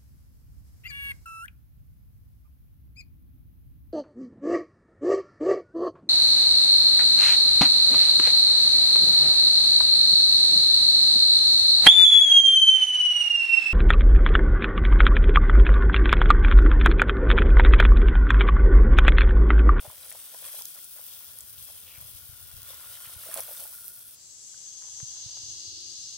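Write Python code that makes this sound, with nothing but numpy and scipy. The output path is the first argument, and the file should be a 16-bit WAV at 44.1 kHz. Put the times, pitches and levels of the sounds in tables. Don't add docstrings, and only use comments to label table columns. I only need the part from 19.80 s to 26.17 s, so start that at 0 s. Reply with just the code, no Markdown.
import sys
import numpy as np
from scipy import signal
from scipy.fft import rfft, irfft
from scipy.io import wavfile
from scipy.ndimage import map_coordinates

SR = 44100
rng = np.random.default_rng(int(sys.argv[2]) if len(sys.argv) > 2 else 0)


def to_wav(s):
    ch = np.atleast_2d(s).T
    pcm = np.round(np.clip(ch, -1, 1) * 32767)
    wavfile.write(sys.argv[1], SR, pcm.astype(np.int16))


N = 281005
TIME = np.arange(N) / SR


def undb(db):
    return 10 ** (np.asarray(db) / 20)


def unit(x):
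    return x / np.sqrt(np.mean(x ** 2))


def curves(table):
    times, *columns = np.transpose(table)
    return [np.interp(TIME, times, column) for column in columns]


def panned(pan_db):
    return undb(np.array([[.5], [-.5]]) * pan_db)


def walk(rate):
    points = rng.standard_normal(N // 8)
    return np.sqrt(3 / 2) * np.interp(TIME * rate, np.arange(len(points)), points)


def swell(middle_s, length_s):
    return .5 ** np.minimum((2 * (TIME - middle_s) / length_s) ** 2, 40)


def add(out, s, sound):
    start = max(int(s * SR), 0)
    out[:, start:start + sound.shape[-1]] += sound[..., :max(N - start, 0)]


def equalise(x, points):
    size = 2048
    hz, db = np.transpose(points)
    shape_db = np.interp(np.log(np.arange(size // 2 + 1) * SR / size + 1), np.log(hz), db)
    cepstrum = irfft(np.log(undb(shape_db)))
    cepstrum[1:size // 2] *= 2
    cepstrum[size // 2 + 1:] = 0
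    impulse = irfft(np.exp(rfft(cepstrum)))
    return signal.oaconvolve(np.atleast_2d(x), impulse[None], axes=1)[:, :N]


def colour(x, points):
    return unit(equalise(x, points))


def resonate(x, hz, width):
    return signal.lfilter(*signal.iirpeak(min(hz, SR * .45), hz / width, fs=SR), x)


def ring(x, modes):
    return unit(sum(undb(db) * resonate(x, hz, width) for hz, width, db in modes))


def delayed(x, lag_ms):
    return map_coordinates(x, [np.arange(N) - lag_ms * SR / 1000], order=3)


def bounce(x, lag_ms, gain, sway_ms):
    echo = np.array([delayed(ear, lag_ms + sway_ms * walk(rate=2.5)) for ear in x])
    return (x + gain * echo) / np.hypot(1, gain)


def impacts(rate, spread_db, lag_ms, focus, clump_db):
    hits = np.flatnonzero(rng.random(N) < rate / SR)
    size_db = spread_db * np.minimum(rng.exponential(size=N), 5) + clump_db * walk(rate=500)
    size = undb(size_db) * rng.choice([-1, 1], N)
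    place = rng.standard_normal(N) * (rng.random(N) > focus)
    lag = np.round(place[hits] * lag_ms * SR / 1000).astype(int)
    return np.array([np.bincount(at, size[hits], N) for at in (hits, (hits + lag) % N)])


def burst(hz, width, decay_s):
    t = TIME[:2048]
    crack = resonate(rng.standard_normal((2, len(t))) * np.exp(-t / decay_s), hz, width)
    return crack / np.abs(crack).max(axis=1, keepdims=True)


def bubble(hz, t60, glide=0.063):
    t = np.arange(int(t60 * SR) + 2) / SR
    phase = 2 * np.pi * hz * (t + glide * t ** 2 / (2 * t60))
    return np.exp(-np.log(1000) * t / t60) * np.sin(phase)


# (frequency [Hz], gain [dB])
AIR_EQ = [(30, -18.5), (100, 6), (250, -3.5), (500, -3), (900, -9), (1400, -8), (2400, -7.5), (6000, 0.5),
          (16000, -23)]
# (time [s], level [dB])
DRONE_FADER = [(5.3, -92), (5.6, -72), (6.0, -67), (6.37, -79)]
def yard():
    air = colour(rng.standard_normal(N) + 0.95 * rng.standard_normal((2, N)), AIR_EQ)
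    air *= undb(-62.5 + walk(rate=9.1))
    drone_eq = [(150, -25), (290, 2.5), (370, 4.5), (470, -14.5), (900, -37)]
    drone = colour(rng.standard_normal(N) + 0.14 * rng.standard_normal((2, N)), drone_eq)
    return air + drone * undb(curves(DRONE_FADER)[0])


# (time [s], relative level [dB], pan [dB])
RUMBLE_FADER = [(0, -76, 6), (.6, -89, 0), (1.25, -81.5, 1), (1.75, -69, -9), (2.05, -76.5, -6),
                (2.2, -70.5, 13), (2.75, -63.5, 0), (3.0, -73, -2), (3.7, -70.5, -1.5), (4.6, -85.5, 8),
                (5.1, -80, -6), (5.65, -69.5, -15), (6.37, -74.5, -1)]
# (frequency [Hz], gain [dB])
RUMBLE_EQ = [(20, -37), (45, -8), (75, 5.5), (120, -1), (200, -18), (400, -28), (1500, -66), (8000, -72)]
# (time [s], level [dB])
RUSTLE_FADER = [(4.93, -95), (5.04, -63.5), (5.12, -75), (5.3, -72), (5.42, -71.5), (5.75, -73.5),
                (6.1, -91)]
# (time [s], level [dB], pitch [Hz], pan [dB])
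BUMP_CUES = [(0.075, -48.5, 106, 23), (2.178, -53, 95, 26), (2.219, -53, 96, 16), (2.251, -51, 90, 14),
             (2.347, -51.5, 79, 22), (2.491, -49, 91, 18), (2.526, -49.5, 90, 10), (2.737, -48.5, 81, 18),
             (2.765, -49, 70, 15), (2.825, -51, 87, 10), (3.27, -55, 99, 17), (3.361, -46.5, 79.6, 17),
             (5.226, -45, 122, -24), (5.458, -50, 108, -25), (5.634, -55, 79, -15), (5.876, -55, 84, -20)]
def handling(attack_s=0.0062):
    rumble_db, rumble_pan = curves(RUMBLE_FADER)
    rumble = colour(rng.standard_normal((2, N)), RUMBLE_EQ)
    rumble *= undb(rumble_db + 6.5 + 2.8 * walk(rate=28)) * panned(rumble_pan)
    rub_eq = [(300, -11.5), (750, -7), (920, 1), (1150, -8), (2200, -8.5), (4000, -32), (12000, -48)]
    rub = colour(impacts(rate=1800, spread_db=3.5, lag_ms=0.17, focus=0.33, clump_db=0.5), rub_eq)
    out = rumble + rub * undb(curves(RUSTLE_FADER)[0] + 2 * walk(rate=36))
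    t = TIME[:SR // 10]
    press = (t / attack_s * np.exp(1 - t / attack_s)) ** 2
    for s, db, hz, pan_db in BUMP_CUES:
        add(out, s, undb(db) * panned(pan_db) * press * np.sin(2 * np.pi * hz * t))
    return out


# (time [s], relative level [dB], centre [Hz], decay [s])
TAP_CUES = [(4.873, -60.5, 400, 0.0057), (5.022, -49, 1600, 0.0013), (5.146, -59, 1100, 0.0035),
            (5.202, -41, 950, .001), (5.314, -55, 780, 0.0058), (5.366, -54.5, 865, 0.0046),
            (5.572, -45, 695, 0.0013)]
def taps():
    out = np.zeros((2, N))
    for s, db, hz, decay_s in TAP_CUES:
        knock = burst(hz, 1.2 * hz, decay_s)[0]
        add(out, s, undb(db + 3) * resonate(knock, hz, width=1.9 * hz))
    return out


def cicada(click_hz, depth, eq, modes, ring_db, flutter_db):
    phase = 2 * np.pi * np.cumsum(click_hz * (1 + 0.0057 * walk(rate=3.7))) / SR
    pulses = rng.standard_normal((2, N)) * np.exp(depth * np.cos(phase))
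    song = unit(colour(pulses, eq) + undb(ring_db) * colour(ring(pulses, modes), eq))
    return song * undb(flutter_db * walk(rate=40))


# (time [s], far chorus [dB], shrill singer [dB], lower singer [dB])
CICADA_FADERS = [(4.4, -57, -61, -60), (4.67, -51.5, -52.5, -60), (4.92, -54, -47.5, -56.5),
                 (5.22, -51, -44, -53), (5.45, -54.5, -44, -47.5), (5.72, -53.5, -44, -46.5),
                 (5.95, -57, -47, -45.5), (6.2, -54, -46.5, -46), (6.37, -55, -46.5, -47.5)]
# (frequency [Hz], gain [dB])
FAR_EQ = [(2500, -24.5), (4000, -17.5), (5000, -5.5), (6900, 0), (7300, 1), (7880, 3.5), (8050, -8.5),
          (8600, -6.5), (9000, -7), (9450, -5), (10200, -21.5), (12000, -19), (13000, -26), (16000, -31)]
SHRILL_EQ = [(2400, -36), (2850, -18.5), (3080, -17), (3350, -8.5), (3800, -26.5), (5850, -8), (6000, 2.5),
             (6570, -1), (6800, -5), (7600, -43.5)]
LOWER_EQ = [(1500, -42), (2500, -23), (2850, -4), (3100, -14), (3500, -4), (3880, -4), (4030, 1),
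            (4300, 1.5), (4750, 0.5), (5350, 1), (5800, -4.5), (7000, -35)]
# (centre [Hz], width [Hz], gain [dB])
FAR_PEAKS = [(7406, 56, 0), (8040, 70, -1)]
SHRILL_PEAKS = [(6110, 27, -3), (6250, 7.6, 2), (6520, 85, -2.5), (6350, 60, -32)]
LOWER_PEAKS = [(3986, 45, -6.5), (4620, 45, -4), (4570, 41, -6), (4810, 35, -7), (4866, 49, 1.5),
               (5400, 57, -9), (5130, 69, -6)]
def cicadas():
    far_db, shrill_db, lower_db = curves(CICADA_FADERS)
    far = cicada(click_hz=262, depth=0.068, eq=FAR_EQ, modes=FAR_PEAKS, ring_db=-8.5, flutter_db=0.44)
    shrill = cicada(click_hz=220, depth=0.24, eq=SHRILL_EQ, modes=SHRILL_PEAKS,
                    ring_db=-4, flutter_db=-0.5)
    lower = cicada(click_hz=175, depth=0.077, eq=LOWER_EQ, modes=LOWER_PEAKS, ring_db=-7, flutter_db=0)
    song = far * undb(far_db + 4.5) * panned(3.7)
    song += shrill * undb(shrill_db + 2) + lower * undb(lower_db + 1.5)
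    fade_in = np.clip((TIME - 4.3) / 0.11, 0, 1)
    return fade_in * bounce(song, lag_ms=11.5, gain=0.42, sway_ms=0.027)


def swish(start_s=2.06, length_s=.125, from_hz=3100, to_hz=2250, db=-50, count=70):
    out = np.zeros((2, N))
    for along, (detune, size_db) in zip(rng.random(count), rng.standard_normal((count, 2))):
        hz = (from_hz + along * (to_hz - from_hz)) * np.exp(0.081 * detune)
        add(out, start_s + along * length_s, undb(db + size_db) * bubble(hz, t60=0.0082))
    return out


# (time [s], level [dB], pitch [Hz], 60 dB decay [s])
PLOP_CUES = [(.046, -45, 700, 0.055), (.056, -43, 599, 0.12), (.100, -39.5, 1000, .018),
             (.312, -47, 1750, 0.022), (.316, -39.5, 2120, 0.012), (.548, -48, 980, 0.048),
             (.811, -44.5, 950, .025), (.990, -45, 2030, .008), (3.490, -39.5, 627, 0.048),
             (3.562, -37, 650, 0.094), (3.574, -43, 552, 0.086), (3.589, -40.5, 775, 0.044),
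             (3.773, -42, 3630, 0.029), (4.743, -50.5, 1530, .021)]
def plops():
    out = np.zeros((2, N))
    for s, db, hz, t60 in PLOP_CUES:
        add(out, s, undb(db) * bubble(hz, t60))
    return out


# (time [s], level [dB], centre [Hz], pan [dB])
SPLAT_CUES = [(.298, -28.5, 9800, 2), (0.306, -26, 11000, 3), (.325, -26.5, 8850, 1), (.789, -25, 14300, 0),
              (.820, -24, 13000, 1), (.821, -30, 6400, -8), (.854, -23, 15000, -12), (.855, -26.5, 6330, 3),
              (1.043, -29, 11000, -4), (1.240, -29, 15000, 1), (1.265, -25, 14600, -2),
              (1.5868, -26.5, 11200, 1), (1.607, -29, 8260, 2), (2.2125, -25.5, 14100, -6),
              (3.5417, -14, 11400, -4), (3.5743, -21, 8300, -6), (3.605, -17, 10200, 0),
              (3.839, -25, 10800, 0), (3.876, -26, 13000, 0), (4.0804, -26, 12300, -12.5)]
# (time [s], relative level [dB], centre [Hz])
SMACK_CUES = [(0.229, -42, 3770), (.3139, -42.5, 2100), (0.767, -43, 3280), (1.779, -41, 3630),
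              (2.0873, -50, 2890), (3.256, -43, 2700), (3.419, -44, 3480), (3.513, -38, 1550),
              (3.5727, -33.5, 3820), (3.588, -40, 5600), (3.606, -36.5, 5670)]
def splats():
    out = np.zeros((2, N))
    for s, db, hz, pan_db in SPLAT_CUES:
        add(out, s, undb(db) * panned(pan_db) * burst(hz, width=1350, decay_s=0.0011))
    for s, db, hz in SMACK_CUES:
        smack = burst(hz, width=890, decay_s=0.0057)[0]
        add(out, s, undb(db) * resonate(smack, hz, width=3000))
    return out


# (time [s], level [dB])
NOZZLE_FADER = [(0, -70.5), (1.3, -70), (2.2, -72.5), (3.1, -62), (4.1, -65), (4.35, -74.5)]
def nozzle():
    flow = impacts(rate=8000, spread_db=-1.5, lag_ms=0.054, focus=0.42, clump_db=2.5)
    return unit(resonate(flow, hz=1422, width=55)) * undb(curves(NOZZLE_FADER)[0])


def fizz(low_hz, high_hz, cycles, spread_db, scatter_db, count):
    out = np.zeros((2, N))
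    for when, pitch, size, side in rng.random((count, 4)):
        hz = low_hz * (high_hz / low_hz) ** pitch
        db = -spread_db * np.log(max(size, np.exp(-4)))
        gains = undb(db) * panned(scatter_db * (2 * side - 1))
        add(out, when * N / SR, gains * bubble(hz, cycles / hz, glide=0.037))
    return unit(out)


def mist(spray_db):
    droplets = impacts(rate=3000, spread_db=3.5, lag_ms=0.17, focus=0.32, clump_db=1.5)
    sizzle = colour(droplets, [(9000, -27), (12000, -5), (15000, 0)])
    return sizzle * undb(spray_db - 6.5 + 4 * walk(rate=18))


def shimmer(x, depth_db, rate):
    bands = (resonate(x, hz, width=2000) for hz in (5770, 9200, 12600, 12800))
    return unit(x + sum((undb(depth_db * walk(rate)) - 1) * band for band in bands))


# (frequency [Hz], gain [dB])
SPRAY_EQ = [(2500, -21.5), (5000, -5), (6200, -5), (7100, -9), (8000, -1), (9000, 2.5), (10500, 3),
            (12500, 2), (14000, 0.5), (15500, 3.5), (17000, -17.5)]
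SPLASH_EQ = [(150, -22.5), (400, -4.5), (1000, -17), (2200, -6.5), (3300, 10), (4300, 2.5), (5300, -1),
             (7000, -5), (11000, -12)]
def slab_drops(spray_db, splash_db, flutter):
    fine = impacts(rate=11000, spread_db=2.5, lag_ms=.16, focus=0.38, clump_db=1)
    spray = shimmer(colour(fine, SPRAY_EQ), depth_db=1.4, rate=18) * undb(spray_db + 3)
    coarse = impacts(rate=6400, spread_db=1.5, lag_ms=.16, focus=.45, clump_db=-0.1)
    splash = colour(coarse, SPLASH_EQ) * undb(splash_db + 3)
    hiss = bounce(spray + splash, lag_ms=1.3, gain=0.41, sway_ms=0.114)
    strays = impacts(rate=70, spread_db=3, lag_ms=.15, focus=.3, clump_db=0.5)
    return hiss * flutter + colour(strays, SPRAY_EQ) * undb(spray_db - 8)


# (frequency [Hz], gain [dB])
SLAP_EQ = [(300, -15), (700, -16), (1050, 3), (1800, 0), (2500, 1), (4500, -15)]
# (centre [Hz], width [Hz], gain [dB])
HOLLOW_PEAKS = [(553, 49, 5), (626, 115, 8), (815, 160, -0.5)]
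def skull_drops(drum_db, slap_db):
    on_bone = impacts(rate=1800, spread_db=2.5, lag_ms=0.11, focus=0.57, clump_db=3)
    slap = colour(on_bone, SLAP_EQ) * undb(slap_db - 0.5)
    in_hollows = impacts(rate=900, spread_db=3, lag_ms=0.3, focus=0.5, clump_db=4)
    drum_eq = [(200, -26.5), (380, -7.5), (490, -0.5), (950, -1), (2500, -19.5)]
    return slap + colour(ring(in_hollows, HOLLOW_PEAKS), drum_eq) * undb(drum_db - 2.5)


# (time [s], fine spray [dB], coarse splash [dB], slap on bone [dB])
JET_FADERS = [(0, -49, -60, -63), (.6, -47, -59.5, -64), (1.1, -47.5, -62, -73),
              (1.35, -48.5, -60.5, -66.5), (1.65, -49.5, -64.5, -69), (2.1, -50, -60, -68),
              (2.48, -50, -63, -68), (2.85, -49.5, -59.5, -64), (3.0, -47.5, -58.5, -60),
              (3.4, -48, -59.5, -61), (3.55, -42.5, -57, -54), (3.68, -44, -58, -59),
              (3.86, -45.5, -62, -64), (4.05, -47, -66, -70), (4.18, -49.5, -66, -74),
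              (4.35, -51, -65, -78)]
# (middle [s], length [s], splash boost [dB])
SURGE_CUES = [(.31, .04, 2), (0.664, .07, 6), (0.778, 0.063, 6), (1.046, 0.023, 2), (1.325, 0.1, 4.5),
              (1.49, 0.04, 4), (1.803, 0.053, 5.5), (1.896, .09, 4), (2.295, 0.05, 4), (2.376, .04, 4),
              (2.59, 0.06, 1.5), (2.78, 0.033, 1.5), (2.904, 0.046, 5), (3.148, .04, 4.5), (3.25, 0.055, 4),
              (3.333, 0.033, 4), (3.48, 0.088, 3), (3.6, .04, 1.5), (3.827, 0.058, 4.5)]
# (middle [s], length [s], drumming [dB], slap [dB])
GUSH_CUES = [(0.06, 0.031, -47, -57.5), (0.112, 0.081, -57, -63), (0.262, 0.087, -61, -70),
             (.347, 0.041, -52, -68), (0.544, 0.015, -51, -59), (.665, 0.071, -59.5, -56),
             (0.766, 0.082, -56.5, -60), (0.968, .035, -54.5, -60.5), (1.183, 0.064, -60, -62),
             (1.899, 0.027, -58.5, -67), (2.21, 0.066, -61.5, -63), (2.917, 0.075, -61, -56),
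             (3.27, 0.054, -76, -57), (3.49, 0.075, -52.5, -69), (3.553, 0.05, -64, -48),
             (3.585, 0.029, -37, -46), (3.706, 0.056, -55, -62), (3.834, 0.099, -55, -66.5)]
def jet_levels(spray_share=0.58, slap_share=0.4):
    spray_db, splash_db, bone_db = curves(JET_FADERS)
    surge_db = sum(db * swell(s, length) for s, length, db in SURGE_CUES)
    bone_db += slap_share * surge_db
    slap = undb(bone_db)
    drum = undb(bone_db - 4.5)
    for s, length, drum_db, slap_db in GUSH_CUES:
        gush = swell(s, length)
        drum = np.hypot(drum, undb(drum_db) * gush)
        slap = np.hypot(slap, undb(slap_db) * gush)
    return spray_db + spray_share * surge_db, splash_db + surge_db, 20 * np.log10(drum), 20 * np.log10(slap)


# (time [s], left ear's lead [ms])
JET_POSITION = [(0, 0.0071), (1.4, 0.054), (2.7, .058), (3.5, 0), (3.85, -0.019), (4.1, -0.03)]
def aimed(x, pan_db_per_ms=26):
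    lead_ms, = curves(JET_POSITION)
    return np.array([x[0], delayed(x[1], lead_ms)]) * panned(pan_db_per_ms * lead_ms)


# (time [s], gain [dB])
JET_FADE_OUT = [(4.345, -0.5), (4.375, -14), (4.5, -20), (5.0, -78)]
def hose_jet():
    spray_db, splash_db, drum_db, slap_db = jet_levels()
    flutter = undb(0.5 * walk(rate=63) + 0.35 * walk(rate=17))
    patter = slab_drops(spray_db, splash_db, flutter) + skull_drops(drum_db, slap_db) * flutter
    froth = fizz(8200, 15500, cycles=90, spread_db=2.4, scatter_db=9, count=1600) * undb(spray_db - 9.5)
    gurgle = fizz(976, 3150, cycles=21, spread_db=2.5, scatter_db=29, count=800) * undb(slap_db - 5)
    water = patter + mist(spray_db) + froth + gurgle + nozzle()
    return aimed(water) * undb(curves(JET_FADE_OUT)[0])


def scene():
    return yard() + handling() + taps() + cicadas() + swish() + plops() + splats() + hose_jet()


# (frequency [Hz], left minus right [dB])
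PORT_EQ = [(600, -0.5), (1000, -3), (1400, 0), (3000, 0.5), (3700, -2.5), (4300, -0.5), (4800, 5),
           (6400, 3.5), (7200, 2), (9200, -2), (10200, 2), (12500, 0.5), (15500, 6)]
def record(dry, top_hz=15800):
    left = equalise(dry[0], [(hz, db / 2) for hz, db in PORT_EQ])
    right = equalise(dry[1], [(hz, -db / 2) for hz, db in PORT_EQ])
    high_cut = signal.ellip(10, .2, 70, top_hz, fs=SR, output="sos")
    return signal.sosfilt(high_cut, np.vstack([left, right]))


dry = scene()
out = record(dry)
to_wav(out)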